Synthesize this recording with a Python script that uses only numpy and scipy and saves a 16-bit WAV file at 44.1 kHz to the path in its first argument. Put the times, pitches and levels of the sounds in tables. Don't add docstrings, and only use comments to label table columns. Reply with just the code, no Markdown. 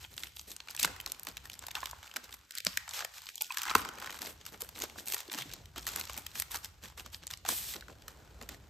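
import sys
import numpy as np
from scipy import signal
from scipy.fft import rfft, irfft, next_fast_len
from scipy.io import wavfile
from scipy.ndimage import uniform_filter1d

SR = 44100
rng = np.random.default_rng(int(sys.argv[2]) if len(sys.argv) > 2 else 0)


def persist_wave(psi):
    counts = np.round(np.clip(psi, -1, 1) * 32767).astype(np.int16)
    wavfile.write(sys.argv[1], SR, np.atleast_2d(counts).T)


N = 383229
TIME = np.arange(N) / SR
TOP_HZ = 15800


def undb(db):
    return 10 ** (np.asarray(db) / 20)


def unit(x):
    return x / np.sqrt(np.mean(x ** 2))


def curves(table):
    times, *columns = np.transpose(table)
    return [np.interp(TIME, times, column) for column in columns]


def colour(x, points):
    hz, db = np.transpose(points)
    freq = np.maximum(np.fft.rfftfreq(x.shape[-1], 1 / SR), 1)
    return irfft(rfft(x) * undb(np.interp(np.log(freq), np.log(hz), db)), x.shape[-1])


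def minimum_phase(db):
    cepstrum = irfft(np.log(undb(db)))
    half = len(cepstrum) // 2
    cepstrum[1:half] *= 2
    cepstrum[half + 1:] = 0
    return irfft(np.exp(rfft(cepstrum)))


def spread(pair, side_db):
    side = undb(side_db)
    return np.array([pair[0] + side * pair[1], pair[0] - side * pair[1]]) / np.sqrt(1 + side ** 2)


def add(out, start_s, sound):
    i = max(int(start_s * SR), 0)
    out[:, i:i + sound.shape[1]] += sound[:, :max(N - i, 0)]


def rumble():
    # t/s, level/dB
    envelope = [(0, -60.5), (.7, -65.5), (.92, -54.5), (1.19, -65), (1.4, -60.5), (2.0, -60), (2.1, -76),
                (2.35, -61.5), (2.52, -82), (2.68, -60.5), (3.48, -80.5), (3.77, -55), (3.92, -64),
                (4.85, -58.5), (5.42, -74), (5.5, -57), (7.2, -59), (8.69, -57)]
    # f/Hz, gain/dB
    spectrum = [(20, -32), (35, -11.5), (57, 4.5), (80, 0.5), (120, -6), (180, -12.5), (300, -60.5),
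                (700, -67.5)]
    level_db, = curves(envelope)
    noise = spread(rng.standard_normal((2, N)), side_db=-18)
    return unit(colour(noise, spectrum)) * undb(level_db)


def hands(attack_s=.0055, held_trim_db=-1, held_hiss_db=-3.5, held_share=.2):
    # t/s, crinkle/dB, soft handling/dB rel, sheet flexing/dB rel
    holding = [(0, -64.5, -12, -16), (.6, -64.5, -6, 1), (1.0, -64, 1.5, 8), (1.4, -64, -2.5, -1),
               (2.05, -61.5, -7.5, 1.5), (2.45, -67.5, -4, 2), (2.8, -62, -40, 3), (3.4, -59, -15, -15),
               (3.9, -64.5, -4, 13), (4.4, -67, -2, 0.5), (4.9, -60.5, -0.5, -4.5), (5.5, -62, 0.5, 1.5),
               (5.72, -68.5, 1, 0), (6.25, -57.5, -6, -3.5), (6.78, -70.5, 0, 2.5), (7.4, -70, 2.5, -5),
               (8.2, -65.5, 6, 4), (8.69, -68, 5, 2)]
    # t/s, length/s, crinkle/dB, soft handling/dB rel, sheet flexing/dB rel,
    # fine hiss/dB rel, crackle share/0-1
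    strokes = [(.01, .035, -53.5, -9.5, -4, -1.5, .2), (0.112, 0.025, -59, -3, -4, 1, .4),
               (0.167, .1, -54.5, -8, -7, 2, .6), (0.357, .06, -59, -15, -23, 4.5, .3),
               (0.478, .05, -54, -4.5, -13, 2.5, .1), (0.701, 0.017, -51.5, -18, -10, -4, .5),
               (0.793, 0.024, -40, -24, -15, 0, .2), (0.827, .02, -37, -10, -13, -8, .25),
               (0.867, 0.04, -60.5, 10.5, -6, -15, .3), (1.076, .025, -54.5, -3.5, -12, 0, 0.6),
               (1.282, 0.011, -51, -0.5, 0, -4, .1), (1.442, 0.022, -60.5, -14, 3.5, 2, .3),
               (1.518, 0.018, -52.5, -10.5, -22, -3, .7), (1.619, .018, -53.5, -11, 0, -8, .4),
               (1.755, .033, -49.5, -11, 8, -3, .6), (1.807, .09, -55, -19, -6, 0.5, .7),
               (2.038, .04, -57, -23, -6, -4, .5), (2.161, 0.014, -53, 2.5, -9, -10, 0.2),
               (2.237, .012, -53.5, -7, -6, -6, .3), (2.312, .03, -57, -9, -3, 3, 0.8),
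               (2.543, .045, -53, -20, 5, -3, 0.6), (2.664, .03, -48, -16, 0, -3, .3),
               (2.716, 0.066, -56, -29, -13, 2, 0.6), (2.894, 0.044, -51, -9, -2, -2, .5),
               (2.941, 0.037, -40.5, -13.5, -7, -2, .2), (2.985, 0.032, -42.5, -14, -1.5, -7, .25),
               (3.019, .012, -52.5, 6.5, -8, -17, .5), (3.142, 0.044, -52, -16, -7.5, -1.5, .3),
               (3.221, 0.079, -55, -20, -4.5, -2, 0.5), (3.423, 0.037, -47.5, -26, -18, -5, .5),
               (3.504, 0.077, -53, -39, 2, -2, .4), (3.587, 0.055, -45.5, -25, 2.5, -5, .6),
               (3.664, .05, -44, -11, 6.5, -5, .3), (3.756, .036, -46.5, -1, -5, 4.5, .4),
               (3.809, .08, -53.5, 3.5, -3, -10, 0.4), (3.927, .07, -58.5, 2.5, 5, -7, 0.4),
               (4.018, .06, -49.5, -6, 5.5, -5, .6), (4.101, .07, -52, -5, -0.5, -1, 0.6),
               (4.211, 0.09, -49, -1, -3.5, 1.5, .35), (4.405, .012, -59, -6, -12, -12, 0.2),
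               (4.463, 0.022, -52.5, -13, -6, -2, 0.5), (4.523, 0.026, -58.5, 2, 5.5, 1, .6),
               (4.605, 0.039, -57, -6, 1, 5.5, 0.4), (4.757, 0.041, -52.5, -3.5, -3.5, 0, .4),
               (4.812, .03, -44, -7, -3.5, -6, .4), (4.98, 0.018, -48.5, -4.5, -13, -1.5, .3),
               (5.072, .07, -46.5, -10, -9, 4.5, .45), (5.165, .05, -51, -27, -6, -7, .3),
               (5.317, 0.041, -47, -3, -0.5, -2, .4), (5.377, 0.024, -42, -8, -4, -4, .15),
               (5.438, .06, -57.5, -5, -15, -5, 0.01), (5.516, 0.032, -50.5, -7, -16, -13, .3),
               (5.567, .05, -63.5, 1.5, -18, -15, .2), (5.768, 0.02, -48, -2.5, -2, -6, 0.5),
               (5.82, 0.057, -57, -9, -9, 0, 0.5), (5.881, .065, -47.5, -11, -5, -1, .4),
               (5.956, .055, -44, -8.5, -1.5, -1.5, .55), (6.038, .12, -52, -16, -4, -6, .5),
               (6.17, 0.013, -48.5, 0.5, 0, 3, .45), (6.353, 0.023, -47, -10, -9, 2.5, .2),
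               (6.387, 0.017, -43, -17, -13, 0, 0), (6.512, .02, -49, -14, -5, 4, 0.1),
               (6.541, .018, -44.5, -12, -0.5, 3, .3), (6.637, .016, -49, -15, -6, -4, .3),
               (6.828, .035, -53, -3, -5.5, -3, .3), (6.879, .025, -58, -10, -3, -7, .4),
               (6.98, .022, -50.5, -4, -1, -1, .3), (7.052, .013, -53, -2, -7, -10, 0.4),
               (7.13, .016, -51, -12, -7, 0.5, .1), (7.223, .014, -57, -3, -0.5, -8, .5),
               (7.305, 0.027, -53.5, -18, -2.5, -1, .2), (7.463, 0.017, -45.5, -20, -7, -8, 0),
               (7.486, .036, -37.5, -7.5, -12, 3, 0.01), (7.533, 0.048, -43, -30, -18, 5.5, 0.02),
               (7.581, .148, -45, -20, -14.5, 2.5, 0), (7.753, 0.027, -54.5, 3.5, -1, -3, .4),
               (7.887, 0.03, -62.5, 9, -2, -5, .2), (8.081, 0.031, -61.5, -10, 3, 0, .4),
               (8.414, .02, -57.5, 6, -1, -4, .2), (8.497, 0.05, -56.5, 3, -2.5, -6, .15)]
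    release_s = np.array([[.014], [.016], [.016], [.023]])
    held, handling, sheet = curves(holding)
    held = held + held_trim_db
    power = undb([held, held + handling, held + sheet, held + held_hiss_db]) ** 2
    crackle = held_share * power[0]
    for start_s, length_s, db, handling, sheet, hiss, share in strokes:
        near = slice(max(int(start_s * SR) - SR // 10, 0), int((start_s + length_s) * SR) + SR // 4)
        early_s = np.maximum(start_s - TIME[near], 0)
        late_s = np.maximum(TIME[near] - start_s - length_s, 0)
        envelope = np.exp(-early_s / attack_s - late_s / release_s)
        stroke = (undb([[db], [db + handling], [db + sheet], [db + hiss]]) * envelope) ** 2
        power[:, near] += stroke
        crackle[near] += share * stroke[0]
    crinkle, handling, sheet, hiss = 10 * np.log10(power)
    share = np.clip(crackle / power[0], 0, 1) ** .76
    return crinkle, handling - crinkle, sheet - crinkle, hiss - crinkle, share


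def film_rustle(gain_db=-1, grains_per_s=280, size_db=6, tint_db=4.5, rise_s=.00051, decay_s=.00056):
    crinkle, handling, sheet, hiss, share = hands()
    share = np.clip(share, 0, .95)
    count = int(grains_per_s * N / SR)
    onsets = rng.integers(0, N, count)
    sizes = undb(size_db * np.minimum(rng.exponential(size=count), 3.5))
    t = np.arange(-128, 129) / SR
    grain = np.exp(np.minimum(t / rise_s, -t / decay_s))
    flicker = unit(uniform_filter1d(rng.standard_normal(N), size=260))
    slip = unit(undb((1.06 + .5 * share) * flicker))
    edges_hz = [170, 400, 750, 1050, 1600, 2300, 3200, 4400, 6000, 8000, 10500, 13000, 15200]
    bands_db = [handling - 4, handling - 4.8, sheet - 6.8, sheet - 4.5, .52 * sheet - 6.8,
                .31 * sheet - 6, .092 * sheet - 5, -5.5, -5.2, hiss - 3.5, hiss - 5, hiss - 7]
    out = np.zeros((2, N))
    for low_hz, high_hz, band_db in zip(edges_hz, edges_hz[1:], bands_db):
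        energy = np.zeros(N)
        energy[onsets] = (sizes * undb(tint_db * rng.standard_normal(count))) ** 2
        energy = np.maximum(signal.oaconvolve(energy, grain ** 2, "same"), 0)
        energy /= np.maximum(uniform_filter1d(energy, size=1800), 1e-6)
        brittle = share * min(low_hz / 700, 1)
        drive = rng.standard_normal((2, N)) * np.sqrt(brittle * energy + (1 - brittle) * slip ** 2)
        bandpass = signal.butter(3, [low_hz, high_hz], "bandpass", fs=SR, output="sos")
        band = spread(signal.sosfilt(bandpass, drive), side_db=-10)
        out += unit(band) * undb(crinkle + band_db + gain_db)
    return out


def buckle(t, lead_s, flutter_s, crack=.52, bench_s=.0015, bench_db=-9.5):
    since_s, yield_s = t - lead_s, .36 * flutter_s
    envelope = np.exp(np.minimum(since_s / yield_s, -since_s / flutter_s))
    push = rng.standard_normal((2, len(t))) * envelope
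    push /= np.sqrt(np.sum(push ** 2, axis=1, keepdims=True))
    push[0, int(lead_s * SR)] += crack * rng.choice([-1, 1])
    spectrum = rfft(push)
    spectrum /= np.sqrt(uniform_filter1d(np.abs(spectrum) ** 2, size=71, axis=1))
    lag_s = bench_s * np.exp(.199 * rng.standard_normal())
    freq = np.fft.rfftfreq(len(t), 1 / SR)
    echo = undb(bench_db) * np.exp(-2j * np.pi * freq * lag_s)
    return irfft(spectrum * (1 + echo))


def snaps(creases, peak_db=5.5, peak_octaves=.29, low_hz=260, lead_s=.003, size=1024):
    out, t = np.zeros((2, N)), np.arange(size) / SR
    freq = np.maximum(np.fft.rfftfreq(size, 1 / SR), 20)
    band_loss_db = 10 * np.log10(1 + (low_hz / freq) ** 4) + 20 * np.log10(1 + (freq / TOP_HZ) ** 20)
    dispersion = np.exp(-2j * np.pi * .696 * np.log(freq))
    for start_s, db, hz, fall_db_oct in creases:
        facet_size = 1070 / hz
        rise_db_oct = 6.5 * facet_size ** .32
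        flutter_s = .00223 * facet_size ** .35
        octave = np.log2(freq / hz)
        slopes_db = rise_db_oct * np.minimum(octave, 0) - fall_db_oct * np.maximum(octave, 0)
        shape_db = slopes_db + peak_db / (1 + (octave / peak_octaves) ** 2) - band_loss_db
        facet = irfft(rfft(minimum_phase(shape_db)) * dispersion)
        push = spread(buckle(t, lead_s, flutter_s), side_db=-11)
        ring = signal.fftconvolve(push[:, :size * 3 // 4], facet[None], axes=1)
        power_5ms = np.sum(ring ** 2) / 2 / (.005 * SR)
        add(out, start_s - lead_s, ring * undb(db) / np.sqrt(power_5ms))
    return out


def small_creases(count=32, above_db=3, scatter_db=4, max_db=-50, low_hz=1100, high_hz=11000):
    crinkle, *_, share = hands()
    chance = np.cumsum(share * undb(crinkle))
    when, size, facet = rng.random((count, 3)).T
    onsets = np.searchsorted(chance, when * chance[-1])
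    levels_db = np.minimum(crinkle[onsets] + above_db - scatter_db * np.log(1 - size), max_db)
    facets_hz = low_hz * (high_hz / low_hz) ** facet
    falls_db_oct = [5] * count
    return list(zip(TIME[onsets], levels_db, facets_hz, falls_db_oct))


def finger_drags(slip_hz=620, scatter=.51, size_db=3, bandwidth=.14, edge_s=.004):
    # t/s, length/s, resonance/Hz, level/dB
    drags = [(.808, 0.015, 2450, -45), (5.383, 0.043, 3380, -43.5), (5.76, 0.029, 3180, -49)]
    out, t = np.zeros((2, N)), np.arange(SR // 10) / SR
    for start_s, length_s, hz, db in drags:
        gaps, sizes = rng.standard_normal((2, len(t) // 20))
        onsets = (np.cumsum(np.exp(scatter * gaps)) / slip_hz * SR).astype(int)
        slips = np.bincount(onsets, undb(size_db * sizes), len(t))[:len(t)]
        ring = unit(signal.lfilter(*signal.iirpeak(hz, 1 / bandwidth, fs=SR), slips))
        envelope = np.minimum(t / edge_s, 1) * np.exp(-np.maximum(t - length_s, 0) / edge_s)
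        add(out, start_s, spread([ring, ring[::-1]], side_db=-11) * undb(db) * envelope)
    return out


def pouch_pops(attack_s=.0022, roughness=.21):
    # t/s, f/Hz, level/dB, t60/s
    modes = [(0.847, 320, -29, 0.02), (0.848, 710, -20, 0.01), (0.852, 160, -35.5, 0.048),
             (2.168, 248, -47, 0.12), (2.668, 181, -35.5, 0.087), (2.669, 239, -42, 0.067),
             (2.666, 620, -19.5, 0.022), (3.411, 870, -39, 0.055), (3.41, 1450, -43.5, 0.16),
             (3.505, 1010, -23.5, 0.026), (3.505, 2530, -19.5, 0.019), (3.7515, 1030, -1, 0.015),
             (3.7514, 1294, -3.5, 0.014), (3.751, 1520, -12.5, 0.023), (3.753, 293, -17, 0.017),
             (3.756, 191, -30, 0.032), (3.755, 442, -13.5, 0.024), (3.755, 550, -31, 0.014),
             (3.756, 95, -37.5, 0.14), (4.835, 406, -24, 0.014), (5.138, 414, -34, 0.032),
             (5.286, 347, -32.5, 0.024), (5.352, 287, -32, 0.028), (5.456, 290, -41.5, 0.062),
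             (5.778, 340, -32, 0.024), (7.489, 960, -12, 0.0061), (7.761, 395, -43, 0.03)]
    out, t = np.zeros((2, N)), np.arange(SR // 4) / SR
    for start_s, hz, db, t60_s in modes:
        wobble = unit(uniform_filter1d(rng.standard_normal((2, len(t))), size=90, axis=1))
        ring = np.sin(2 * np.pi * hz * t) + roughness * wobble * np.cos(2 * np.pi * hz * t)
        envelope = (1 - np.exp(-t / attack_s)) * np.exp(-np.log(1000) * t / t60_s)
        add(out, start_s, undb(db) * ring * envelope)
    return out


def turning_rub(start_s=5.33, end_s=5.72, from_hz=310, to_hz=105, fall_s=.05, level_db=-57):
    since_s = np.maximum(TIME - start_s, 0)
    hz = to_hz + (from_hz - to_hz) * np.exp(-since_s / fall_s)
    phase = 2 * np.pi * np.cumsum(hz) / SR
    lowpass = signal.butter(2, 20, fs=SR, output="sos")
    rub = unit(signal.sosfilt(lowpass, rng.standard_normal((2, N))))
    progress = np.minimum(since_s / (end_s - start_s), 1)
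    swell = np.sqrt(np.maximum(np.sin(np.pi * progress), 0))
    return undb(level_db) * swell * (rub[0] * np.sin(phase) + rub[1] * np.cos(phase))


def workshop(x, wet_db=-19.5, t60_s=.56, build_s=.00099):
    # f/Hz, gain/dB
    spectrum = [(100, 4.5), (500, 9), (1200, 10), (3000, 8.5), (7000, 4.5), (15000, -2)]
    t = np.arange(SR * 3 // 4) / SR
    envelope = np.exp(-np.log(1000) * t / t60_s) * (1 - np.exp(-t / build_s))
    tail = spread(rng.standard_normal((2, len(t))) * envelope, side_db=-3.5)
    tail = unit(colour(tail, spectrum)) / np.sqrt(len(t))
    return undb(wet_db) * signal.fftconvolve(x, tail, axes=1)[:, :N]


def hollow(x, width_octaves=.46, size=512):
    # t/s, f/Hz, depth/dB (negative boosts)
    gap = [(0, 626, 3), (2.2, 634, -0.5), (2.4, 710, 3), (2.52, 860, 17), (2.63, 1000, 38), (2.67, 870, 10),
           (2.83, 527, 10), (2.95, 231, 50), (3.22, 280, 14), (3.29, 766, 16), (3.35, 1400, 18),
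           (3.44, 1560, 8), (3.5, 523, 21), (3.56, 603, 16.5), (3.73, 595, 7), (3.95, 607, -0.5),
           (5.05, 230, -0.5), (5.22, 220, 37), (5.3, 150, 15), (5.43, 90, -9)]
    times, hz, depth_db = np.transpose(gap)
    freq, t, frames = signal.stft(x, SR, nperseg=size, noverlap=size * 3 // 4)
    distance = np.log2(np.maximum(freq, 20)[:, None] / np.interp(t, times, hz)) / width_octaves
    frames *= undb(-np.interp(t, times, depth_db) * np.exp(-distance ** 2))
    return signal.istft(frames, SR, nperseg=size, noverlap=size * 3 // 4)[1][:, :N]


def scene():
    # t/s, level over 5 ms/dB, facet f/Hz, fall above it/(dB/octave)
    main_creases = [(.0424, -48, 3220, 14), (.0479, -44, 3030, 32), (.1791, -37, 3550, 4.5),
                    (.235, -34.5, 3200, 6), (.2567, -53, 2350, 12), (.27, -47, 2900, 4),
                    (.3683, -44, 3940, 6), (.3946, -40.5, 5240, 7), (.5052, -45.5, 7200, 7),
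                    (.5165, -41, 3340, 0.5), (.5649, -41, 7850, 8.5), (.6033, -41.5, 3900, 12),
                    (.6739, -50, 1200, 4), (.6852, -41, 2770, 9), (.6954, -50, 900, 4),
                    (.7045, -45, 5000, 4), (.7087, -42, 8700, -6), (.749, -40.5, 940, 1.5),
                    (.7649, -37.5, 8560, 9), (.7761, -42, 2930, 7), (.7935, -39, 2680, 2),
                    (.7964, -29.5, 3850, 2), (.7996, -31, 11200, 4), (.8157, -38, 4300, 4),
                    (.83, -23, 8160, 3), (.836, -29, 3630, 4), (.8462, -28, 750, 4.5),
                    (.8477, -22, 1200, 2), (.8555, -32, 8560, 6), (.8754, -39.5, 1830, 18),
                    (.877, -42, 520, 2.5), (.9638, -46, 1300, 3.5), (1.0012, -39, 3070, 12),
                    (1.0025, -43, 12000, 0), (1.0116, -44, 10900, -16), (1.062, -33, 4460, 3),
                    (1.0685, -44.5, 1120, 14), (1.0754, -44, 4400, 4), (1.1196, -31.5, 10300, 11),
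                    (1.1471, -50, 3270, 5), (1.196, -42.5, 11030, 13), (1.2326, -41, 9350, -14),
                    (1.2505, -47, 12000, 3), (1.2699, -36, 1250, 2.5), (1.287, -40, 3330, -4),
                    (1.37, -38, 2620, 1), (1.3772, -45, 3300, 6), (1.4553, -44, 1900, 2.5),
                    (1.4988, -40.5, 2740, 2.5), (1.5186, -50, 4000, 8), (1.5398, -48, 4800, 4),
                    (1.592, -41.5, 7900, 8), (1.6382, -45, 1030, 5), (1.6673, -38, 1500, -2),
                    (1.6843, -40, 980, 2.5), (1.7086, -44.5, 3270, 10), (1.7133, -40.5, 1930, -0.5),
                    (1.753, -31, 2980, 6), (1.8049, -45, 6500, 8), (1.8299, -33.5, 1150, 10.5),
                    (1.8577, -34, 3560, 3), (1.8726, -51, 1400, 16), (1.9119, -41, 6650, 0),
                    (1.9313, -42, 1010, 16), (2.0293, -47, 1550, 4), (2.0605, -52, 1100, 4),
                    (2.1138, -46.5, 2900, 7), (2.1398, -47, 1200, 1), (2.1618, -34, 1390, 2.5),
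                    (2.1666, -31, 1310, 1), (2.2419, -48, 4480, 2), (2.2925, -50, 1200, 5),
                    (2.3268, -44, 3650, 5), (2.3418, -44, 2320, -2), (2.5087, -41.5, 1770, 0.5),
                    (2.5211, -48, 5340, 3), (2.5524, -38.5, 10550, 28), (2.576, -36.5, 4200, 4),
                    (2.5838, -33.5, 3370, 0), (2.6035, -39.5, 3320, 5), (2.6497, -32, 10000, 8),
                    (2.6668, -34, 1120, 9), (2.6676, -23, 4730, 9), (2.7315, -47, 2600, 8),
                    (2.7732, -24.5, 1930, 1.5), (2.8788, -41.5, 1250, 5), (2.8918, -39, 7360, 16),
                    (2.9101, -43, 4200, 5), (3.006, -36.5, 1520, 4), (3.0246, -39, 1580, 15),
                    (3.0482, -32, 875, 1), (3.1718, -51, 1550, 3), (3.2682, -43, 4130, 10),
                    (3.2893, -39.5, 2610, 4.5), (3.3454, -52, 2600, 5), (3.3563, -38.5, 7200, -4),
                    (3.3731, -53, 6700, 2.5), (3.3797, -41, 3860, 3), (3.4087, -37.5, 3500, 6),
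                    (3.413, -32, 3270, 0.5), (3.4207, -26, 11900, -15), (3.5222, -38.5, 3030, 3),
                    (3.5446, -42.5, 1550, 0), (3.572, -28.5, 1370, 1.5), (3.5839, -34, 5550, 1),
                    (3.5935, -42, 3900, 8), (3.618, -34.5, 2800, -0.5), (3.633, -34, 5630, -1),
                    (3.654, -35.5, 1270, 3), (3.6683, -38, 1550, 8), (3.6837, -35.5, 2130, 14),
                    (3.6973, -33.5, 3930, 13), (3.7039, -31.5, 1070, 4), (3.7117, -28.5, 1200, 9),
                    (3.7375, -40, 1250, 8), (3.7506, -31, 4000, -4), (3.7523, -18.5, 1225, 3),
                    (3.7641, -36, 800, 3), (3.7809, -41, 1204, 2), (3.7939, -35.5, 1250, 7),
                    (3.8175, -43, 3000, 0), (3.8505, -37.5, 1550, 3.5), (3.8558, -38, 1200, 19),
                    (3.8887, -38, 1390, 3), (3.985, -43.5, 1550, 4), (4.0002, -43.5, 1200, -0.5),
                    (4.0225, -40.5, 1510, 11), (4.0446, -40, 1200, 4), (4.0605, -41, 1300, 3),
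                    (4.074, -40, 1880, 12), (4.097, -42, 2000, 10), (4.105, -40.5, 3580, 3),
                    (4.126, -44, 2400, 2), (4.1898, -43.5, 1000, 0.5), (4.2184, -35.5, 2680, -0.5),
                    (4.2269, -42.5, 900, 3.5), (4.2597, -40.5, 5090, 8), (4.2688, -43, 2400, 3),
                    (4.4127, -52.5, 2930, 6), (4.4534, -47, 4800, 2), (4.4646, -39, 1410, -1.5),
                    (4.5449, -50, 1380, 8), (4.6076, -40.5, 10180, 2), (4.6148, -45, 4530, 1),
                    (4.6194, -33, 11200, 6), (4.623, -46, 460, 10), (4.6366, -52, 4480, 4),
                    (4.6905, -43, 1070, -1), (4.7605, -48, 2400, 5), (4.7812, -48, 1550, 5),
                    (4.79, -42, 11000, 3), (4.8019, -41, 2500, -1), (4.8207, -32, 6300, 6),
                    (4.8335, -43, 560, 0.5), (4.8375, -38, 600, 5.5), (4.8384, -36, 3300, -7),
                    (4.8982, -47, 2200, 4), (4.958, -48, 1110, 21), (4.9854, -43, 1540, 3.5),
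                    (4.9923, -46, 3800, 2), (5.058, -45.5, 11000, 0), (5.0835, -34.5, 7900, -2),
                    (5.0745, -39, 2600, -1.5), (5.1227, -31, 2610, -1.5), (5.1366, -31.5, 1070, -1),
                    (5.1444, -28, 9900, 2), (5.146, -37, 1000, 0.5), (5.1665, -40.5, 1170, 4),
                    (5.1806, -40, 1400, -2), (5.1925, -44, 1300, 2), (5.2043, -38.5, 1020, 0),
                    (5.2797, -50, 4300, 4), (5.298, -43.5, 3500, 14), (5.3198, -39, 2720, 1.5),
                    (5.3297, -39, 11100, 3), (5.3381, -38, 3600, 6), (5.353, -45, 1500, -1),
                    (5.3868, -35.5, 1230, 2), (5.4214, -37.5, 2140, 1.5), (5.494, -51, 2930, 5),
                    (5.5023, -50, 2070, 8), (5.5149, -48, 3800, 4), (5.5369, -38.5, 1960, -2),
                    (5.657, -50.5, 3050, 3), (5.7605, -42.5, 1100, 3), (5.7802, -40, 1200, 0.5),
                    (5.7939, -47, 5170, 6), (5.8106, -52, 7000, 3), (5.8267, -50, 5170, 3),
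                    (5.868, -31.5, 1760, 0), (5.8745, -34, 1100, -1), (5.879, -35.5, 1300, 1),
                    (5.8888, -35, 1170, 0), (5.9173, -46, 7750, 4), (5.961, -30.5, 10100, 6),
                    (5.9965, -38, 1500, -3), (5.9995, -37, 1960, -8), (6.0107, -44, 4800, 5),
                    (6.0535, -43.5, 5500, 1), (6.0966, -37.5, 970, 3), (6.1328, -44.5, 6500, -3),
                    (6.1768, -35.5, 1120, -1.5), (6.184, -50, 800, 4), (6.2647, -42, 1710, 0),
                    (6.266, -38, 3040, 0), (6.3157, -53, 3800, 3), (6.3555, -40, 1650, 3),
                    (6.3996, -27, 10500, -2), (6.4215, -32, 1430, -1.5), (6.4224, -40, 2860, 11),
                    (6.508, -51, 1100, 4), (6.517, -38.5, 11200, 16), (6.5257, -48, 1380, 2),
                    (6.5537, -37, 1200, 3.5), (6.559, -35.5, 6130, 6), (6.5706, -42, 5500, 7),
                    (6.6461, -37.5, 4840, -1.5), (6.657, -45, 6000, 2), (6.838, -46, 2400, 1),
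                    (6.857, -48.5, 2000, 2.5), (6.981, -47.5, 1900, 5), (6.997, -42, 2950, 4),
                    (7.0615, -44.5, 1100, 3), (7.1454, -39, 4540, 14), (7.2288, -53, 3060, 12),
                    (7.269, -37, 8650, 11), (7.2761, -43, 7200, 23), (7.3045, -42, 970, 1.5),
                    (7.311, -38, 3950, 1), (7.3374, -37, 4360, 10), (7.3734, -49, 7580, 10),
                    (7.451, -37, 850, 4.5), (7.462, -38.5, 1290, 3), (7.4888, -26.5, 9900, 26),
                    (7.4893, -30, 1100, 2), (7.503, -40, 3000, 3), (7.526, -41, 700, 3),
                    (7.738, -39, 2500, 1), (7.744, -43, 3200, 6), (7.759, -44, 990, 1.5),
                    (7.7635, -42, 4300, 9), (7.8095, -46, 3900, 5), (7.8243, -48, 1690, 15),
                    (7.8833, -47.5, 1400, 6), (7.8984, -50, 746, 9), (8.0221, -55.5, 3000, 4),
                    (8.0813, -40.5, 1280, 0), (8.4142, -44, 960, 5), (8.4254, -48, 7400, 4),
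                    (8.4906, -38, 1480, 0), (8.52, -54, 2930, 3)]
    creases = main_creases + small_creases()
    cracks = snaps(creases) + pouch_pops()
    rustle = film_rustle() + finger_drags()
    tail = workshop(cracks + undb(1.5) * rustle) + workshop(snaps(creases))
    return hollow(cracks + rustle + tail) + turning_rub() + rumble()


def record(dry):
    # f/Hz, phase/half turns
    stereo_phase = [(0, 0), (7400, 0), (9700, 1), (10300, 1), (12500, 2), (13400, 2), (15300, 3),
                    (22050, 3)]
    # f/Hz, gain/dB
    width = [(4000, .5), (5700, -.5), (7000, -2), (10000, -6.5), (12000, -5.5)]
    mid = (dry[0] + dry[1]) / 2
    side = colour((dry[0] - dry[1]) / 2, width)
    size = next_fast_len(N + SR // 10)
    hz, half_turns = np.transpose(stereo_phase)
    phase = np.pi * np.interp(np.fft.rfftfreq(size, 1 / SR), hz, half_turns)
    spectrum = rfft(np.array([mid + side, mid - side]), size)
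    pair = irfft(spectrum * np.exp(.5j * np.array([-phase, phase])), size)[:, :N]
    pair = signal.sosfilt(signal.butter(4, 33, "highpass", fs=SR, output="sos"), pair)
    return signal.sosfilt(signal.ellip(8, .2, 70, TOP_HZ, fs=SR, output="sos"), pair)


dry = scene()
out = record(dry)
persist_wave(out)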